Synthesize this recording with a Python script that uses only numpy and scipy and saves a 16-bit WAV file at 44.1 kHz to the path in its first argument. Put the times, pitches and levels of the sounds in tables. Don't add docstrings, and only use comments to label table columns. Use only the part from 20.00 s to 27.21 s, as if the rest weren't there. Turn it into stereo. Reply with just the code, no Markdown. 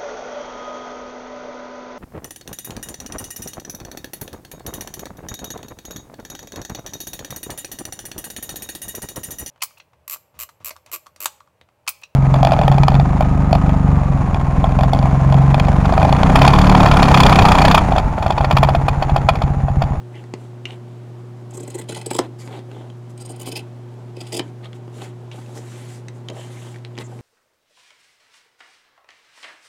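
import sys
import numpy as np
from scipy import signal
from scipy.fft import rfft, irfft
from scipy.io import wavfile
from scipy.ndimage import uniform_filter1d

SR = 44100
rng = np.random.default_rng(int(sys.argv[2]) if len(sys.argv) > 2 else 0)


def to_wav(s):
    ch = np.atleast_2d(s).T
    pcm = np.round(np.clip(ch, -1, 1) * 32767)
    wavfile.write(sys.argv[1], SR, pcm.astype(np.int16))


N = 317961

# multiple of the hum pitch, level in dB rms.
HUM_PARTIALS = [(1, -36), (2, -53), (3, -47.5), (5, -61)]
HUM_HZ = 120.0

# frequency in Hz, relative density in dB per Hz.
AIR_COLOUR = [(22, -41), (40, -14.5), (60, -16.5), (100, -8), (160, 2.5), (250, -1), (330, -4), (358, 1),
              (390, -3.5), (600, -8.5), (1000, -12), (1400, -18.5), (2500, -25.5), (5000, -31), (8000, -35),
              (12000, -42.5), (16000, -48)]
AIR_DB = -45.5
# frequency in Hz, side level under mid in dB.
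AIR_SIDE_LEVEL = [(25, -10), (60, -12), (120, -40), (250, -16.5), (700, -13.5), (2400, -8.5), (6000, -8),
                  (9000, -15), (15000, -34)]

# start in
# seconds, length in seconds, then the levels of fizz, scrape and table rumble in dB.
STROKES_AND_TAILS = [(0.08, 0.22, -65, -59, -47), (0.348, 0.16, -62.5, -60, -48),
                     (0.638, 0.14, -59.5, -47.5, -47), (2.184, 0.1, -58, -45, -37.5),
                     (2.381, 0.057, -48, -52, -50), (2.407, 0.098, -52, -60, -48),
                     (2.459, 0.17, -56.5, -46.5, -36.5), (2.65, 0.27, -65, -57, -45.5),
                     (3.089, 0.034, -57, -60, -58), (3.59, 0.075, -67, -58, -62),
                     (4.403, 0.12, -63, -58, -45), (4.625, 0.053, -62, -43.5, -41.5),
                     (4.737, .04, -58, -55, -49), (4.906, 0.22, -52, -50, -41.5),
                     (5.0, 0.068, -49, -46, -47), (5.295, 0.18, -54.5, -53, -45),
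                     (5.386, 0.37, -55.5, -56.5, -50), (5.54, 0.066, -45.5, -51, -40.5),
                     (5.577, 0.42, -51.5, -49, -74), (5.834, .19, -51.5, -54, -60),
                     (6.306, 0.22, -51, -47, -54), (6.13, .07, -63, -70, -61), (6.423, 0.32, -52, -50, -66),
                     (6.6, .2, -53.5, -53.5, -57), (6.986, 0.048, -46.5, -41, -36),
                     (7.03, 0.24, -60.5, -63, -50.5), (.8, 0.23, -81, -63, -73),
                     (3.98, 0.036, -69, -62, -53)]
SLIDE_RISE, SLIDE_FALL = 0.34, 0.38
# levels of fizz, scrape and rumble in dB, before their wander.
RUSTLE_LEVELS = [-73, -67, -53.5]
RUSTLE_WANDER_DB = 2
# frequency in Hz, relative density in dB per Hz.
FIZZ_COLOUR = [(4500, -5), (5800, -2.5), (7300, 1), (9000, -3.5), (11100, -8), (16000, -24)]
# frequency in Hz, relative density in dB per Hz.
SCRAPE_COLOUR = [(900, 7.5), (1400, 5.5), (2000, 6.5), (2500, 4), (3200, 6), (4400, -1.5), (6000, -42)]
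# start in seconds, length in ms, centre in Hz, width in Hz,
# level in dB.
COLOURED_RUBS = [(.13, 58, 2120, 497, -51.5), (.14, 70, 2900, 500, -52), (.66, 110, 2600, 600, -66),
                 (.71, 38, 3600, 900, -62), (2.385, 46, 4770, 500, -54.5), (2.41, 39, 2150, 400, -54),
                 (2.54, 68, 3700, 900, -55), (2.72, 120, 3240, 400, -59), (5.312, 28, 3320, 900, -46.5),
                 (6.37, 77, 3070, 350, -49), (6.55, 48, 2030, 600, -51), (6.289, 39, 534, 300, -37),
                 (6.35, 60, 615, 300, -40), (6.999, 29, 1990, 500, -44), (7.03, 48, 7200, 900, -52)]

# frequency in Hz, width in Hz before any widening, relative level in dB.
TABLE_MODES = [(175, 60, -10), (280, 50, -4), (350, 50, 0), (450, 70, -4), (560, 90, -8)]
# frequency in Hz before any pitch ratio, width in Hz before any widening,
# relative level in dB.
HANDLE_MODES = [(730, 141, 0.5), (839, 140, 0.5), (1068, 140, -10), (1485, 120, -13.5)]

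# start in seconds, tick level in dB, tick pitch in Hz, table knock peak in dB,
# crack in dB against the tick, t60 in ms.
SINGLE_TAPS = [(0.1546, -36, 2020, -42, -6, 12), (0.2394, -35, 1810, -28, -7, 10),
               (0.3381, -23.5, 1980, -14, -1.5, 11), (0.6546, -11.5, 2840, -29, -17, 14),
               (.6576, -19, 2700, -42, -15, 10), (.7068, -21, 2930, -48, -16, 10),
               (2.1122, -14, 820, -57, -15.5, 22), (2.4755, -38.5, 2040, -25, 3, 13),
               (2.5913, -40, 1610, -25, 4, 8), (2.715, -38.5, 3330, -28.5, 0, 11),
               (2.9009, -33.5, 3200, -37, -9, 13), (3.4748, -21, 8450, -18.5, -10, 8),
               (4.6446, -33, 2710, -48, -7.5, 15), (4.6575, -39, 1850, -39, -4, 11),
               (4.7308, -29.5, 3330, -38, -6, 6.9), (4.879, -46, 1560, -27.5, 2, 8.7),
               (5.3149, -28, 2800, -43, -7.5, 14), (5.462, -39, 2600, -47, -2.5, 8),
               (5.5753, -32, 1890, -40, -6, 8.9), (6.084, -29, 3850, -35, 2.5, 9),
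               (6.2861, -18.5, 3120, -33, -7, 12.2), (6.3001, -33.5, 2040, -23.5, 9, 9.6),
               (6.744, -30, 2230, -45, -15, 11), (6.76, -30.5, 1850, -48, -9, 14),
               (6.786, -44, 3400, -44, -1.5, 6.2), (6.8493, -20.5, 4020, -38, -8, 5.1),
               (6.954, -36, 3300, -42, -12, 12), (6.969, -37, 2010, -40, -2, 9),
               (6.9779, -29.5, 1890, -23, 0, 15), (6.9862, -20, 3300, -19.5, 0, 7),
               (7.1907, -34, 2250, -50, -9, 8.2)]
# ratio to the tick pitch, level in dB.
TICK_PARTIALS = [(.86, -12), (1, -2), (1.2, -16)]
# frequency in Hz, relative density in dB per Hz.
CRACK_COLOUR = [(800, -11.5), (2000, 11.5), (7000, 0.5), (10000, -11.5), (16000, -35)]
TICK_RISE_S = .0004
KNOCK_WIDEN = 2.6

# start in seconds, level in dB, pitch of the handle clack in Hz,
# clack in dB against the level, table knock in dB against the level.
SCISSOR_SNAPS = [(2.1892, -9.5, 815, 9, 2.7), (4.395, -13, 2960, 5, 1)]
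# delay in ms, tick in dB against the
# snap, pitch in Hz, knock in dB against the knock of the snap, crack in dB against the tick.
SNAP_STEPS = [(0, 1, 5050, -6, -2), (4.5, -14, 1830, -13.5, -11), (7.5, -11, 2090, 1, -16)]
CLACK_MS, CLACK_KNOCK_DB, CLACK_CRACK_DB = 1.4, -2, -15.5
SNAP_T60_MS = 7.0

# start in seconds, length in ms, fibre hiss in dB, thrust into the table in dB.
BLADE_SLIPS = [(1.506, 6, -46, -66), (1.532, 32, -42.5, -39), (1.567, 14.3, -37.5, -32.5),
               (1.598, 14.4, -39.5, -33), (1.627, 14.4, -41.5, -31), (1.674, 9.7, -38, -27.5),
               (1.699, 11.2, -38, -35), (1.74, 19.5, -36, -29), (1.778, 26, -37.5, -34),
               (1.81, 12.5, -41, -39), (1.885, 18.3, -35.5, -27), (1.905, 8.9, -42, -35),
               (1.917, 14, -39, -30.5), (1.945, 8.4, -36, -41), (1.955, 28.6, -39, -30.5),
               (2.011, 7.6, -40, -36), (2.059, 8.6, -29.5, -23.5), (2.103, 14.5, -28, -25),
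               (2.13, 6.8, -34.5, -39), (2.143, 11.6, -29, -23), (2.161, 9.5, -29.5, -35),
               (2.184, 9.6, -24.5, -16), (3.175, 5.7, -43.5, -56), (3.197, 33, -42.5, -46.5),
               (3.248, 19, -41.5, -44), (3.287, 24, -42.5, -36), (3.308, 19, -44, -45),
               (3.359, 8, -44, -48), (3.395, 9.1, -39.5, -37), (3.408, 16, -38.5, -40),
               (3.428, 6.2, -43, -59), (3.456, 17.5, -39, -38), (3.468, 29, -39, -31),
               (3.514, 17, -38.5, -31), (3.552, 31, -37.5, -32), (3.59, 5.9, -46, -36),
               (4.166, 5, -50, -33), (4.203, 16, -43, -33), (4.263, 16, -49, -52), (4.32, 17, -33.5, -25.5),
               (4.338, 19, -32.5, -29), (4.361, 19.6, -30, -27), (4.387, 9.5, -33, -29)]
# start in seconds, end in seconds, blade ring over fibre hiss in dB
# at the start and at the end, handle shake in dB over the mean of hiss and thrust, handle pitch ratio,
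# ring level of the steady rasp in dB, pitch rise of the hiss as a share.
HANDLE_SQUEEZES = [(1.483, 1.851, -30, 0, -6, 1.07, -55, 0.096),
                   (1.873, 2.035, -1.5, 1.5, -1, 0.99, -49.5, -0.019),
                   (2.033, 2.205, -6, -4.5, -5.5, 1.13, -53.5, -0.024),
                   (3.17, 3.392, -6, -13, -5, 0.94, -57, 0.1),
                   (3.373, 3.616, -10, 13, -5.5, 1.035, -50, -0.024),
                   (4.144, 4.404, 8, -2.5, -5, 0.92, -54, 0.026)]
# frequency in Hz before the pitch rise, width in Hz before any
# widening, relative level in dB for each of the six squeezes.
FIBRE_MODES = [(7000, 1060, -0.5, 3.5, -7, -2, -2, 5), (7900, 450, 1.5, -5, 1.5, -16, -15, 3),
               (8670, 550, -2.5, 3, -7, 6, -2, 2), (9700, 840, -10, 1, -2, -4, -2, 2.5),
               (10830, 1000, -12, -9, -16, -7, -12, -3.5), (11940, 860, -12.5, -16, -16, -14, -6, -7),
               (14600, 1900, -17, -15, -15, -16, -9, -9)]
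# frequency in Hz before the pitch rise, width in Hz before any
# widening, relative level in dB for each of the six squeezes.
BLADE_MODES = [(1995, 170, 1, -1, -12, -5, -16, -2), (2575, 290, -4.5, 1.5, -7, 4, 4.5, 10.5),
               (3023, 104, -10, -6, -12, 5, 3.5, 5), (3330, 480, -5, 1, -2, 3, -1.5, 10),
               (4090, 200, -3, 1, -8, -1, -2.5, -26), (4910, 510, -30, -1, -0.5, 12, 5, 12.5)]
RING_CLIMB, HANDLE_CLIMB = 0.038, 0.061
HISS_RISE = .4
RASP_HISS_DB, RASP_HANDLES_DB = -6, 1.5

# frequency in Hz, t60 in seconds.
ROOM_T60 = [(200, 0.62), (500, 0.15), (1500, 0.16), (4000, 0.1), (12000, 0.062)]
# frequency in Hz, side level under mid in dB.
ROOM_SIDE_LEVEL = [(100, -42), (300, -42), (1000, -20), (4000, -10.5), (12000, -11)]
LOW_CUT_HZ, ROOM_CUT_HZ = 102, 650
ROOM_DB = -9.5
EDGE_HZ = 15900


def amp(db):
    return 10 ** (np.asarray(db) / 20)


def unit_rms(x):
    return x / np.sqrt(np.mean(x ** 2) + 1e-20)


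def read(points, hz):
    f, value = np.transpose(points)
    return np.interp(np.log(hz + 1), np.log(f + 1), value)


def hum():
    turn = 2 * np.pi * HUM_HZ * np.arange(N) / SR
    return sum(np.sqrt(2) * amp(db) * np.sin(round(k) * turn + 2 * np.pi * rng.random())
               for k, db in HUM_PARTIALS)


def air():
    a, b = rng.standard_normal((2, N))
    hz = np.fft.rfftfreq(N, 1 / SR)
    colour_db = read(AIR_COLOUR, hz)
    mid = irfft(rfft(a) * amp(colour_db), N)
    side = irfft(rfft(b) * amp(colour_db + read(AIR_SIDE_LEVEL, hz)), N)
    return amp(AIR_DB) * np.array([mid + side, mid - side]) / np.std(mid)


def add(mix, s, sound):
    part = mix[round(s * SR):][:len(sound)]
    part += sound[:len(part)]


def shaped(x, colour):
    hz = np.fft.rfftfreq(len(x), 1 / SR)
    return unit_rms(irfft(rfft(x) * amp(read(colour, hz)), len(x)))


def smooth_noise(size):
    once = uniform_filter1d(rng.standard_normal(N), size)
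    return unit_rms(uniform_filter1d(once, size))


def ring(hz, width):
    t = np.arange(2048) / SR
    wave = t * np.exp(-1.5 * np.pi * width * t) * np.sin(2 * np.pi * hz * t)
    return wave / np.linalg.norm(wave)


def body(modes, widen):
    return sum((-1) ** k * amp(np.mean(db)) * ring(hz, widen * width)
               for k, (hz, width, *db) in enumerate(modes))


def grit(grain_db, ms):
    size = max(round(ms * SR / 1000), 1)
    flicker = unit_rms(uniform_filter1d(rng.standard_normal(N), size))
    return unit_rms(amp(grain_db * flicker) * rng.standard_normal(N))


def patchy(x, patch_db):
    z = signal.stft(x, nperseg=512)[2]
    across_pitch = uniform_filter1d(rng.standard_normal(z.shape), 9, 0)
    patches = unit_rms(uniform_filter1d(across_pitch, 9, 1))
    return unit_rms(signal.istft(z * amp(patch_db * patches), nperseg=512)[1][:N])


def swells(s, length, db, rise, fall):
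    u = (np.arange(N) / SR - np.array(s)[:, None]) / np.array(length)[:, None]
    shape = np.clip(np.minimum(u / rise, (1 - u) / fall), 0, 1) ** 0.99
    return np.sqrt(amp(db) ** 2 @ shape ** 2)


def rubs():
    out = np.zeros(N)
    fibres = grit(1.4, 1.7)
    for s, ms, hz, width, db in COLOURED_RUBS:
        burst = unit_rms(fibres[round(s * SR):][:round(ms * SR / 1000)])
        faded = burst * signal.windows.tukey(len(burst), .4)
        add(out, s, amp(db) * signal.oaconvolve(faded, ring(hz, width)))
    return out


def slides_and_tails():
    fizz = patchy(shaped(grit(1.4, 3.1), FIZZ_COLOUR), patch_db=1.5)
    scrape = patchy(shaped(grit(2.8, 4.), SCRAPE_COLOUR), patch_db=1.8)
    wood = body(TABLE_MODES, widen=1.85) + amp(-4.0) * body(HANDLE_MODES, widen=1.6)
    rumble = unit_rms(signal.oaconvolve(grit(3.9, 10.0), wood)[:N])
    s, length, *levels = np.transpose(STROKES_AND_TAILS)
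    wander = amp(RUSTLE_WANDER_DB * smooth_noise(1500))
    out = rubs()
    for layer, db, faint_db in zip([fizz, scrape, rumble], levels, RUSTLE_LEVELS):
        swell = swells(s, length, db, SLIDE_RISE, SLIDE_FALL)
        out += layer * np.hypot(swell, amp(faint_db) * wander)
    return out


def tap(s, tick_db, hz, knock_db, crack_db, t60_ms):
    t = np.arange(2048) / SR
    fall = amp(-60000 * t / t60_ms) * np.minimum(t / TICK_RISE_S, 1)
    partials = sum(amp(db) * np.sin(2 * np.pi * hz * ratio * t) for ratio, db in TICK_PARTIALS)
    crack = amp(crack_db) * shaped(rng.standard_normal(len(t)), CRACK_COLOUR)
    tick = fall * (partials + crack)
    knock = np.zeros(len(t))
    for f, width, db in TABLE_MODES + HANDLE_MODES:
        tilt_db = -14.0 * abs(np.log2(f / 400))
        knock += amp(db + rng.standard_normal() + tilt_db) * ring(f, KNOCK_WIDEN * width)
    late_knock = np.roll(knock, 10) / abs(knock).max()
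    return s, amp(tick_db) * tick - amp(knock_db) * late_knock


def taps():
    out = np.zeros(N)
    for row in SINGLE_TAPS:
        add(out, *tap(*row))
    for s, db, clack_hz, clack_db, thud_db in SCISSOR_SNAPS:
        clack = (CLACK_MS, clack_db, clack_hz, CLACK_KNOCK_DB, CLACK_CRACK_DB)
        for ms, tick_db, hz, knock_db, crack_db in SNAP_STEPS + [clack]:
            add(out, *tap(s + ms / 1000, db + tick_db, hz, db + thud_db + knock_db, crack_db, SNAP_T60_MS))
    return out


def bite():
    s = np.transpose(BLADE_SLIPS)[0]
    start, end = np.transpose(HANDLE_SQUEEZES)[:2]
    squeeze = np.searchsorted(start, s) - 1
    return squeeze, (s - start[squeeze]) / (end - start)[squeeze]


def slips(level_db, pitch, modes, spread_db, grain_db, rise):
    hz, width, *db = np.transpose(modes)
    balance_db = np.array(db)[bite()[0] % len(db)]
    chance_db = spread_db * rng.standard_normal((len(BLADE_SLIPS), len(modes)))
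    share = amp(balance_db + chance_db)
    share = share / np.linalg.norm(share, axis=1, keepdims=True)
    drive, out = grit(grain_db, 1.3), np.zeros(N)
    for (s, ms, *_), gain, ratio, weights in zip(BLADE_SLIPS, amp(level_db), pitch, share):
        u = np.linspace(0, 1, round(ms * SR / 1000) + 40)
        force = gain * np.minimum(u / rise, 1) * np.minimum((1 - u) / 0.25, 1)
        for k, weight in enumerate(weights):
            threads = drive[round(s * SR) + 977 * k:][:len(u)]
            add(out, s, signal.fftconvolve(weight * force * threads, ring(ratio * hz[k], width[k])))
    return out


def rasp():
    start, end, _, _, _, _, rasp_db, _ = np.transpose(HANDLE_SQUEEZES)
    out = np.zeros(N)
    for modes, db in ((FIBRE_MODES, RASP_HISS_DB), (BLADE_MODES, 0), (HANDLE_MODES, RASP_HANDLES_DB)):
        out += amp(db) * unit_rms(signal.oaconvolve(grit(4.0, 11.0), body(modes, widen=1.2))[:N])
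    return out * swells(start, end - start, rasp_db, rise=0.14, fall=0.02)


def cuts():
    squeeze, closed = bite()
    _, _, first_db, last_db, shake_db, ratio, _, climb = np.transpose(HANDLE_SQUEEZES)
    hiss_db, thrust_db = np.transpose(BLADE_SLIPS)[2:]
    ring_db = hiss_db + first_db[squeeze] + (last_db - first_db)[squeeze] * closed
    handle_db = (hiss_db + thrust_db) / 2 + shake_db[squeeze]
    hiss_pitch = 1 + climb[squeeze] * (closed - .5)
    steel_pitch = 1 + RING_CLIMB * (closed - .5)
    handle_pitch = ratio[squeeze] + HANDLE_CLIMB * (closed - .5)
    hiss = slips(hiss_db, hiss_pitch, FIBRE_MODES, spread_db=0.5, grain_db=2.0, rise=HISS_RISE)
    steel = slips(ring_db, steel_pitch, BLADE_MODES, spread_db=2.5, grain_db=0.0, rise=0.12)
    table = slips(thrust_db, np.ones(len(closed)), TABLE_MODES, spread_db=0.0, grain_db=4.0, rise=0.42)
    handles = slips(handle_db, handle_pitch, HANDLE_MODES, spread_db=3.2, grain_db=9.5, rise=0.42)
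    return hiss + steel + table + handles + rasp()


def room(x):
    size = SR // 2
    hits = np.zeros((2, size))
    at = np.arange(100, size - 20, 20) + rng.integers(0, 20, (2, (size - 101) // 20))
    np.put_along_axis(hits, at, rng.choice([-1., 1.], at.shape), 1)
    hz, t, z = signal.stft(hits, SR, nperseg=256)
    z = z * amp(-60 * t / read(ROOM_T60, hz)[:, None])
    side_gain = amp(read(ROOM_SIDE_LEVEL, hz))[:, None]
    mid, side = signal.istft([z[0], z[1] * side_gain], SR, nperseg=256)[1]
    tail = np.array([mid + side, mid - side]) / np.linalg.norm(mid)
    return signal.fftconvolve(x[None], tail, axes=1)[:, :N]


def low_cut(x, order, hz):
    return signal.sosfilt(signal.butter(order, hz, "high", fs=SR, output="sos"), x)


def scene():
    near = low_cut(slides_and_tails() + taps() + cuts(), 2, LOW_CUT_HZ)
    reflections = amp(ROOM_DB) * room(low_cut(near, 1, ROOM_CUT_HZ))
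    return near + reflections + hum() + air()


def record(dry):
    lowpass = signal.firwin(1023, EDGE_HZ, window=("kaiser", 11), fs=SR)
    return signal.oaconvolve(dry, lowpass[None], "same")


dry = scene()
out = record(dry)
to_wav(out)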